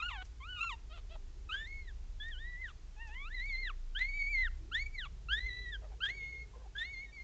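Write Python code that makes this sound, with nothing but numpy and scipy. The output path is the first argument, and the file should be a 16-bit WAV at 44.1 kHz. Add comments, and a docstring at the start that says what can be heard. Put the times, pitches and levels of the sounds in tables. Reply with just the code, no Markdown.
"""Newborn puppies in a whelping box

Puppies squeak in a padded box, close to a small camera in a quiet room. Their cries mostly rise and fall in pitch:
harmonics of tiny vocal folds ring in a short throat, rasp under strain and at times beat in threes.
Between cries come low whimpers and closed-mouth grunts, made the same way with more rasp, and small wet ticks of
noise. Underneath lie two wavering drones in a low rumble, dull brushing of the blanket and a steady hiss."""
import sys
import numpy as np
from scipy import signal
from scipy.fft import rfft, irfft, next_fast_len
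from scipy.io import wavfile
from scipy.ndimage import uniform_filter1d, map_coordinates

SR = 44100
rng = np.random.default_rng(int(sys.argv[2]) if len(sys.argv) > 2 else 0)


def digitize_waveform(pressure):
    """Quantize a signal to 16-bit integers and store it at the path in sys.argv[1].

    Rows of a 2-D input are taken as channels; values are limited to [-1, 1].
    """
    field = np.atleast_2d(pressure).T
    bounded = np.clip(field, -1, 1)
    quanta = np.round(bounded * 32767).astype(np.int16)
    wavfile.write(sys.argv[1], SR, quanta)


N = 318843
T = np.arange(N) / SR  # seconds


def undb(db):
    """Decibels to gain."""
    return 10 ** (np.asarray(db) / 20)


def unit(x):
    """Scale to rms 1."""
    return x / np.sqrt(np.mean(x ** 2))


def curves(rows, t):
    """The columns of a table, joined by straight lines in time."""
    seconds, *columns = np.transpose(rows)
    return [np.interp(t, seconds, column) for column in columns]


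def shape_db(points, hz):
    """Read a spectrum of (Hz, dB) points on a log-frequency axis."""
    f, db = np.transpose(points)
    return np.interp(np.log(np.maximum(hz, 1)), np.log(f), db)


def coloured(points):
    """Noise of rms 1 with a spectrum of the given (Hz, relative dB) shape."""
    size = next_fast_len(N)
    hz = np.arange(size // 2 + 1) * SR / size
    spectrum = rfft(rng.standard_normal(size)) * undb(shape_db(points, hz))
    return unit(irfft(spectrum, size)[:N])


def wander(hz, size):
    """Smooth random motion, mostly slower than hz, with a spread of about 1."""
    knots = np.arange(size) * 2 * hz / SR
    values = rng.standard_normal(int(knots[-1]) + 2)
    return map_coordinates(values, [knots], order=3, mode="nearest")


def swells(rows, t):
    """The sum of a bell-shaped swell for each row; half is the time from the centre to 1/e."""
    return sum(depth * np.exp(-((t - centre) / half) ** 2) for centre, half, depth in rows)


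def hoarseness(hz, level_db, t, rough):
    """Total rasp of the folds, and the smaller part heard as air: strained folds vibrate chaotically."""
    # The folds break into a rasp. Each row: centre in seconds, half length in seconds, depth from 0 to 1.
    rasp_bursts = [(.105,0.013,0.38),(.228,.007,0.7),(.635,.013,0.04),(.982,0.015,0.54),(1.161,.0035,0.6),(1.555,0.069,.1),(2.243,.013,0.12),(2.705,0.02,0.63),(2.97,.008,0.1),(3.1,.019,0.25),(3.145,0.0055,0.4),(3.994,0.0048,0.5),(5.325,0.0089,0.07),(5.056,0.007,0.4),(6.057,0.012,0.15),(6.095,.02,.15),(6.23,0.037,.06),(6.765,0.003,.33),(6.797,0.0096,.18)]
    break_hz, break_width_hz, break_rasp, push_db = 1940, 200, 0.14, -38.5
    rise_hz_per_s, falling_share = 2000, .2
    collapse_s, collapse_hz, collapse_rasp = .018, 1300, .42
    break_air, collapse_air = 0.81, .15  # share of each kind of hoarseness that is heard as air
    # pushed hard through the change of register, the folds turn hoarse; much less so on the way down
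    near_break = np.exp(-((hz - break_hz) / break_width_hz) ** 2)
    push = np.minimum(undb(level_db - push_db), 1)
    rising = np.clip(np.gradient(hz) * SR / rise_hz_per_s, 0, 1)
    strain = break_rasp * near_break * push * (falling_share + (1 - falling_share) * rising)
    # a call collapses at its end, most of all at low pitch
    collapse = collapse_rasp * np.exp((t - t[-1]) / collapse_s) / (1 + (hz / collapse_hz) ** 4)
    rasp = rough + strain + collapse + swells(rasp_bursts, t)
    airy = rasp - (1 - collapse_air) * collapse - (1 - break_air) * strain
    return rasp, airy


def throat_gains(hz, slope_db, bright_db, treble_db, roll_db):
    """Gains of eight harmonics: they fall with their number and rise in the throat's resonances."""
    # Throat and mouth of a puppy. Each row: frequency in Hz, relative gain in dB.
    throat = [(450,-14.5),(700,-13.5),(1000,-10),(1400,-6.5),(1800,-0.5),(2200,0),(2450,1),(2750,8),(3200,4),(3650,3.5),(4000,-3),(4400,-8),(5100,-14.5),(6000,-15.5),(6500,-9.5),(7000,-2.5),(7700,-13.5),(8400,-39.5)]
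    upper_share = 0.34  # share of the brightness that reaches the harmonics above the octave
    k = np.arange(1, 9)[:, None]
    lift_db = bright_db * ((k == 2) + upper_share * (k > 2))
    lift_db = lift_db + (k > 2) * (treble_db + roll_db * np.log2(k / 3))
    gains = undb(shape_db(throat, k * hz) + slope_db * np.log2(k) + lift_db)
    gains = gains * (k * hz < SR / 4)
    return k, gains / np.linalg.norm(gains, axis=0)


def thirds_of_pitch(phase, fundamental, t):
    """Period tripling: unsteady lines at thirds of the pitch, strongest just under the octave."""
    # The voice beats in threes. Each row: centre in seconds, half length in seconds, depth from 0 to 1.
    triple_beats = [(1.598,0.034,0.12),(4.15,0.055,0.03),(5.6,0.13,0.06),(6.082,0.019,0.06),(6.115,0.018,0.08),(6.27,0.14,0.04),(6.87,0.032,0.17),(6.99,0.082,0.05),(7.19,.06,0.02)]
    depth = swells(triple_beats, t) * fundamental
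    lines = 0
    for thirds, db in zip((1, 2, 4, 5), (-10.5, -12, -4, 0)):
        unsteady = undb(db + 3.0 * wander(25, len(t)))
        lines = lines + depth * unsteady * np.sin(thirds * phase / 3)
    return lines


def voice(rows, slope_db, rough, treble_db=0, roll_db=0, rasp_hz=520, jitter=.004, edge_s=.004):
    """One call as (tone, air level): harmonics of the folds slide through the fixed throat."""
    # The voice catches for an instant. Each row: centre in seconds, half length in seconds, dip in dB.
    voice_catches = [(1.538,0.0012,-16),(1.868,.005,-14),(4.917,.006,-12),(4.5,0.0035,-20),(5.4,0.0034,-26),(6.052,0.0021,-9.5),(5.5,0.0021,-27)]
    shimmer_db, rasp_depth, rasp_air_db, air_db = 2.0, 0.69, -4, -41
    first = max(int((rows[0][0] - edge_s / 2) * SR), 0)
    last = min(int((rows[-1][0] + edge_s / 2) * SR), N)
    t = T[first:last]
    size = len(t)
    hz, level_db, bright_db = curves(rows, t)
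    # tension changes smoothly, with a slight tremble
    hz = uniform_filter1d(hz, size=500, mode="nearest") * (1 + jitter * wander(45, size))
    rasp, airy = hoarseness(hz, level_db, t, rough)
    # chaotic folds scatter the timing and strength of the cycles
    phase = 2 * np.pi * np.cumsum(hz) / SR + .3 * rasp * wander(rasp_hz, size)
    strength = undb(shimmer_db * wander(70.55, size) + swells(voice_catches, t))
    strength = strength * (1 + rasp_depth * rasp * wander(rasp_hz, size))
    k, gains = throat_gains(hz, slope_db, bright_db, treble_db, roll_db)
    tone = np.sum(gains * np.sin(k * phase), axis=0) + thirds_of_pitch(phase, gains[0], t)
    air = undb(air_db) + undb(rasp_air_db) * airy
    edges = np.clip(np.minimum(t - t[0], t[-1] - t) / edge_s, 0, 1)
    call = np.array([np.sqrt(2) * tone * strength, air]) * undb(level_db) * edges
    return np.pad(call, ((0, 0), (first, N - last)))


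def glide(event, arch=0., release_s=.025):
    """The controls of a short call: a slide of pitch, arched if asked, under attack, hold and release."""
    start, length, first_hz, last_hz, db, bright_db = event
    attack_s, fade_db = .016, 10
    u = np.linspace(0, 1, 33)
    hz = (first_hz + (last_hz - first_hz) * u) * (1 + arch * np.sin(np.pi * u) ** 2)
    held = np.clip(np.minimum(u * length / attack_s, (1 - u) * length / release_s), 0, 1)
    level_db = db - fade_db * (held.max() - held)
    return np.transpose([start + u * length, hz, level_db, np.full_like(u, bright_db)])


def open_calls():
    """Cries, squeaks and whimpers: their air hisses in the open mouth's main resonance."""
    # The long cries. Each row: treble in dB, roll-off above the third harmonic in dB per octave, and a
    # curve of points: time in seconds, pitch in Hz, level in dB, brightness in dB.
    long_cries = [(1.5, -0.5, [(0.0, 1268, -31, 0), (0.007, 1213, -42.5, 9), (0.031, 1376, -40.5, -5),
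                  (0.063, 1436, -37.5, 3.5), (0.075, 1453, -43, -18), (0.089, 1421, -38, 8.5),
                  (0.097, 1302, -48, 3), (0.121, 985, -43, 2), (0.181, 751, -49.5, 6),
                  (0.221, 737, -48.5, 12), (0.231, 777, -52, -3)]), (-1.5, 2, [(0.403, 1092, -59, 1),
                  (0.414, 1032, -54.5, -4.5), (0.438, 1167, -51.5, 8.5), (0.468, 1365, -50, -11.5),
                  (0.502, 1502, -47, 5), (0.566, 1444, -46.5, 5.5), (0.626, 1353, -52, 1),
                  (0.65, 1000, -49, -7)]), (1, 0.5, [(1.49, 1330, -48.5, -1), (1.503, 1230, -43.5, -1.5),
                  (1.529, 1515, -38.5, 8), (1.557, 1605, -37.5, -7), (1.575, 1680, -46, 10.5),
                  (1.629, 1805, -44.5, -5.5), (1.649, 1790, -49.5, 6), (1.683, 2151, -53.5, 2),
                  (1.757, 2212, -49, -4.5), (1.815, 2162, -52.5, 2), (1.853, 2030, -69, 13),
                  (1.878, 1921, -54, 1.5), (1.912, 1570, -61, -3), (1.918, 1584, -77, -4)]),
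                  (-12, -6, [(2.2, 1665, -51, 7), (2.219, 1731, -43, 12), (2.301, 1902, -48, -15),
                  (2.335, 1580, -50, 22), (2.359, 1447, -55.5, 3), (2.385, 1550, -54.5, 12.5),
                  (2.401, 1775, -56.5, 5), (2.459, 1915, -47.5, -10), (2.489, 1965, -52, -1.5),
                  (2.567, 1944, -48, -17), (2.586, 2012, -54, -14), (2.622, 2088, -45.5, -15),
                  (2.65, 1918, -44.5, -12), (2.696, 1377, -54.5, -2.5), (2.718, 1120, -60.5, -18)]),
                  (3, -28, [(2.965, 860, -60, 4), (2.972, 831, -65, -7.5), (3.02, 935, -48, 17),
                  (3.058, 908, -55, 13), (3.096, 830, -57, -5), (3.124, 895, -52.5, 12),
                  (3.192, 1086, -48.5, 23), (3.244, 1176, -48.5, 7.5), (3.284, 1403, -52.5, -2.5),
                  (3.304, 1675, -66, -12)]), (-6.5, -6, [(3.303, 1670, -52, -14), (3.316, 1770, -49, -6),
                  (3.345, 2063, -46.5, 4), (3.395, 1899, -42.5, 6), (3.459, 2236, -43.5, -3),
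                  (3.477, 2262, -48, 3), (3.501, 2233, -41.5, 1), (3.547, 2057, -39, 7.5),
                  (3.617, 2144, -44, 7.5), (3.651, 2003, -39.5, 6.5), (3.671, 1864, -40.5, 2),
                  (3.697, 1436, -47.5, -2), (3.705, 1185, -43.5, -5.5), (3.719, 1035, -59.5, -6)]),
                  (-6, -14, [(3.95, 1440, -45.5, 3), (3.967, 1583, -37.5, 8.5), (3.999, 1910, -42, 4.5),
                  (4.013, 2004, -33, -2.5), (4.093, 2247, -44, 2.5), (4.123, 2220, -46, 2),
                  (4.171, 2316, -41, -2.5), (4.215, 2222, -36.5, 1.5), (4.269, 2215, -40, -0.5),
                  (4.307, 2367, -40.5, -7.5), (4.329, 2270, -39, 4), (4.376, 2066, -31, -2.5),
                  (4.424, 2035, -33.5, -3.5), (4.456, 1847, -36, -4.5), (4.466, 1730, -42.5, -6),
                  (4.478, 1420, -47, -12), (4.486, 1335, -50, -9.5)]), (1.5, -7, [(4.715, 1293, -50, -14),
                  (4.744, 1665, -33.5, 14.5), (4.764, 1854, -33.5, -5), (4.806, 2180, -40, 9),
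                  (4.826, 2248, -43, 6.5), (4.854, 2240, -63, 15), (4.866, 2305, -41, -5),
                  (4.904, 2210, -70, 1), (4.938, 2327, -57, 8), (4.958, 2220, -45, -1),
                  (4.968, 2063, -55, 5), (4.986, 2050, -43, 8), (5.024, 1546, -43, 6.5),
                  (5.044, 1415, -45, 2), (5.064, 1107, -53, -3.5), (5.072, 1155, -47, -1.5)]),
                  (2.5, -14, [(5.287, 1320, -43, -0.5), (5.332, 1647, -30.5, 5), (5.35, 1723, -34.5, 1.5),
                  (5.362, 1760, -44, 12), (5.382, 1885, -38, 2.5), (5.418, 1992, -47, 12),
                  (5.474, 2075, -40.5, -5.5), (5.504, 1952, -44.5, 9.5), (5.64, 1995, -50, 10.5),
                  (5.658, 1934, -45, -1.5), (5.693, 1922, -46, -1), (5.709, 1896, -43.5, -17),
                  (5.717, 1850, -56.5, 5.5), (5.739, 1693, -40, 6), (5.755, 1583, -44, 3),
                  (5.769, 1515, -55, -10)]), (1.5, -19, [(6.005, 1295, -48, -2), (6.022, 1500, -39.5, 2.5),
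                  (6.042, 1612, -31, 7), (6.056, 1612, -31, 7.5), (6.084, 1861, -45, 3),
                  (6.09, 1896, -37.5, -10), (6.106, 2090, -40, 5), (6.12, 2184, -45, -3),
                  (6.162, 2257, -51, 9), (6.218, 2157, -44.5, -6), (6.26, 2155, -45, -4),
                  (6.302, 2194, -50, 3), (6.348, 2156, -47, -8), (6.421, 2157, -49, 1.5),
                  (6.449, 2135, -62, -4)]), (1, -6, [(6.753, 1562, -46, -15), (6.778, 1690, -43.5, -6),
                  (6.786, 1741, -40.5, 17), (6.822, 1840, -38, -1), (6.86, 2136, -47.5, 10.5),
                  (6.914, 2250, -48.5, -9), (6.938, 2184, -44.5, 6), (6.96, 2100, -47, 6),
                  (7.01, 2156, -46, 4), (7.024, 2248, -51, -8), (7.06, 2165, -52.5, -5),
                  (7.074, 2230, -72, -3), (7.094, 2160, -68, 2)]), (-2, 2, [(7.119, 2280, -73, 1),
                  (7.13, 2320, -57.5, 11), (7.151, 2300, -53.5, 11), (7.191, 2110, -50.5, -5),
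                  (7.227, 2130, -49, 6)])]
    # Littermates cut in with falling squeaks. Each row: start in seconds, length in seconds,
    # first pitch in Hz, last pitch in Hz, level in dB, brightness in dB.
    side_squeaks = [(0,0.056,1180,744,-55.5,-2),(.1,.085,1270,1020,-56,-4),(3.476,0.043,1980,1570,-60,22),(3.65,0.05,1480,1198,-62.5,14),(7.05,.07,1930,1810,-66,2)]
    # A littermate's loud, bright cry. Each row: time in seconds, pitch in Hz, level in dB, brightness in dB.
    littermate_cry = [(.555,1329,-57,12),(.59,1195,-50,-1.5),(.618,1351,-35.5,9.5),(.655,1388,-38,-9.5),(.69,1317,-43,10),(.71,1095,-44,-6),(.729,931,-41,0),(.755,905,-54,-27)]
    # Low open-mouthed whimpers. Each row: start in seconds, length in seconds, first pitch in Hz,
    # last pitch in Hz (both before the arch), level in dB, brightness in dB.
    low_whimpers = [(0.896,0.1086,623,617,-58.5,1.5),(1.095,0.0715,604,622,-58,-10.5)]
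    clear, husky = .012, .19  # steady rasp
    calls = sum(voice(rows, slope_db=-12.5, rough=clear, treble_db=treble, roll_db=roll)
                for treble, roll, rows in long_cries)
    calls += sum(voice(glide(row, release_s=.02), slope_db=-8.5, rough=clear) for row in side_squeaks)
    calls += voice(littermate_cry, slope_db=-10.5, rough=clear, treble_db=-0.5, roll_db=5)
    calls += sum(voice(glide(row, arch=.11, release_s=0.019), slope_db=-4, treble_db=-13, roll_db=7,
                       rough=husky, rasp_hz=261, jitter=.02, edge_s=.008) for row in low_whimpers)
    tone, air = calls
    open_mouth = coloured([(300, -29.5), (900, -9.5), (1800, -19), (2800, -1.5), (3500, 2.5),
                           (4300, -12), (5200, -18.0), (6800, -11.5), (8500, -31.0)])
    return tone + air * open_mouth


def grunts(tone_db=-2, air_trim_db=-1):
    """Closed-mouth grunts: rough, low folds, with air that hisses lower behind the shut lips."""
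    # Each row: start in seconds, length in seconds, first pitch in Hz, last pitch in Hz,
    # level in dB before the trims above, brightness in dB.
    grunt_rows = [(1.15,0.021,650,606,-53,-1),(5.813,0.071,708,539,-60,-3.5),(5.902,0.047,627,782,-58,-8),(6.53,0.033,1068,1030,-62,-15),(6.552,0.033,566,452,-58,-5),(6.587,0.059,505,518,-65.5,8),(6.635,.05,408,420,-62,18)]
    tone, air = sum(voice(glide(row, release_s=0.017), slope_db=-14, treble_db=-5.5, roll_db=-9,
                          rough=.65, rasp_hz=130, jitter=.045, edge_s=0.0057) for row in grunt_rows)
    closed_mouth = coloured([(200, -20), (550, -1), (850, 2), (1200, -8), (2000, -19), (4000, -37)])
    return undb(tone_db) * tone + undb(air_trim_db) * air * closed_mouth


def drone(hz, waver, octave_db):
    """A low wavering tone with a weak octave."""
    phase = 2 * np.pi * np.cumsum(hz * (1 + waver * wander(5, N))) / SR
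    return np.sqrt(2) * (np.sin(phase) + undb(octave_db) * np.sin(2 * phase))


def low_rumble(deep_db=-1, upper_db=-2.0, noise_db=-4):
    """Two wavering low drones, with rumbling noise that swells along with the upper one."""
    # A low rumble in the room. Each row: time in seconds, deep drone in dB, upper drone in dB,
    # both before the trims above.
    rumble_levels = [(0.02, -52, -53), (0.1, -47.5, -46), (0.42, -60.5, -49), (1.26, -44, -51.5),
                     (1.34, -50.5, -52.5), (1.98, -44.5, -47.5), (2.58, -43.5, -52), (2.7, -52.5, -52.5),
                     (3.38, -40.5, -54.5), (4.34, -39.5, -63), (4.46, -35, -47.5), (4.7, -52, -50.5),
                     (4.82, -40.5, -45.5), (4.98, -45.5, -52), (5.18, -50, -47.5), (5.38, -63.5, -41),
                     (6.06, -64, -50), (7.22, -68, -52)]
    deep, upper = undb(curves(rumble_levels, T))
    drones = deep * undb(deep_db) * drone(29.75, waver=0.0681, octave_db=-16.5)
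    drones += upper * undb(upper_db) * drone(53.3, waver=0.0804, octave_db=-25.5)
    noise = coloured([(18, -17), (38, 1.5), (54, 0), (68, -3.5), (85, -8.5), (130, -30.5),
                      (250, -43.5), (600, -83.0)])
    return drones + upper * undb(noise_db) * noise


def brushes():
    """Soft, dull bands of noise that swell and fade: mostly movements of the mother on the blanket."""
    # The mother shifts on the blanket; the row at 1.6 s is rather a dull swell near 70 Hz that thickens the #
    # deep drone's octave. Each row: centre in seconds, half length in seconds, level in dB, centre of the band
    # in Hz.
    mother_shifts = [(.13,0.081,-65,90),(.8,0.55,-63.5,89),(1.3,.6,-73.5,380),(1.603,.45,-61.5,70.4),(2.755,0.015,-59.5,130),(3.68,0.13,-74.5,424),(4.7,.25,-60.5,105),(4.68,0.1,-65.5,325),(5.17,0.18,-60.5,135),(5.55,0.35,-70.5,412),(5.6,.25,-62,110),(6.2,0.51,-68.5,423),(6.3,0.41,-64.5,130),(7.046,0.27,-76.5,415)]
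    slope_db = -24.5  # per octave below the band's centre; half as steep again above it
    total = np.zeros(N)
    for centre, half, db, hz in mother_shifts:
        band = coloured([(hz / 4, 2 * slope_db), (hz, 0), (hz * 4, 3 * slope_db), (hz * 16, 6 * slope_db)])
        total += swells([(centre, half, undb(db))], T) * band
    return total


def background():
    """The floor of the place: low rumble, blanket brushes, a steady dull blanket noise and a hiss."""
    # Steady blanket noise. Each row: frequency in Hz, relative density in dB per Hz.
    blanket_spectrum = [(60,-11),(90,-0.5),(150,-1),(220,-20.5),(330,-9.5),(430,-9),(560,-22),(1000,-21),(2000,-44)]
    # Steady hiss. Each row: frequency in Hz, relative density in dB per Hz.
    hiss_spectrum = [(100,10.5),(250,5),(420,-7.5),(600,-1),(1000,-4),(2000,-5),(3000,-6),(5000,-7),(7200,-8.5),(8000,-19.5),(8800,-38)]
    blanket = undb(-69) * coloured(blanket_spectrum)
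    hiss = undb(-66.5) * coloured(hiss_spectrum)
    return low_rumble() + brushes() + blanket + hiss


def ticks(rise_s=0.0033, gain_db=-5):
    """Short soft smacks: bursts of bright noise that rise and decay exponentially, without a ring."""
    # Wet ticks of mouths and paws. Each row: peak time in seconds, peak in dB before the gain above,
    # decay in seconds.
    wet_ticks = [(0.2514,-57.5,.018),(1.6744,-55.5,.004),(2.2852,-56,.004),(2.6683,-66,.04),(3.0744,-59.5,.02),(3.4002,-62,.008),(3.459,-59,.005),(3.5269,-58,.005)]
    envelope = np.zeros(N)
    for peak_s, db, decay_s in wet_ticks:
        distance = np.maximum((peak_s - T) / rise_s, (T - peak_s) / decay_s)
        envelope += undb(db) * np.exp(-distance.clip(max=50))
    smack = coloured([(500, -24.5), (2000, 1), (4000, -2.5), (6300, 5.5), (7500, -1.5), (9000, -35.0)])
    return undb(gain_db) * envelope * smack


def room(x):
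    """A furnished room: a short, weak, diffuse tail of decaying noise after a small gap."""
    t60_s, wet_db, gap_s = .38, -24.5, .005
    t = T[:SR // 2]
    tail = rng.standard_normal(len(t)) * np.exp(-np.log(1000) * t / t60_s) * (t > gap_s)
    return x + undb(wet_db) * signal.fftconvolve(x, tail / np.linalg.norm(tail))[:N]


def scene():
    """The litter in its room, over the background."""
    litter = open_calls() + grunts() + ticks()
    return (room(litter) + background())[None]


def record(dry):
    """The camera cuts the top steeply, above 8700 Hz."""
    top_cut = signal.ellip(8, .2, 70, 8700, fs=SR, output="sos")
    return signal.sosfilt(top_cut, dry)


dry = scene()
out = record(dry)
digitize_waveform(out)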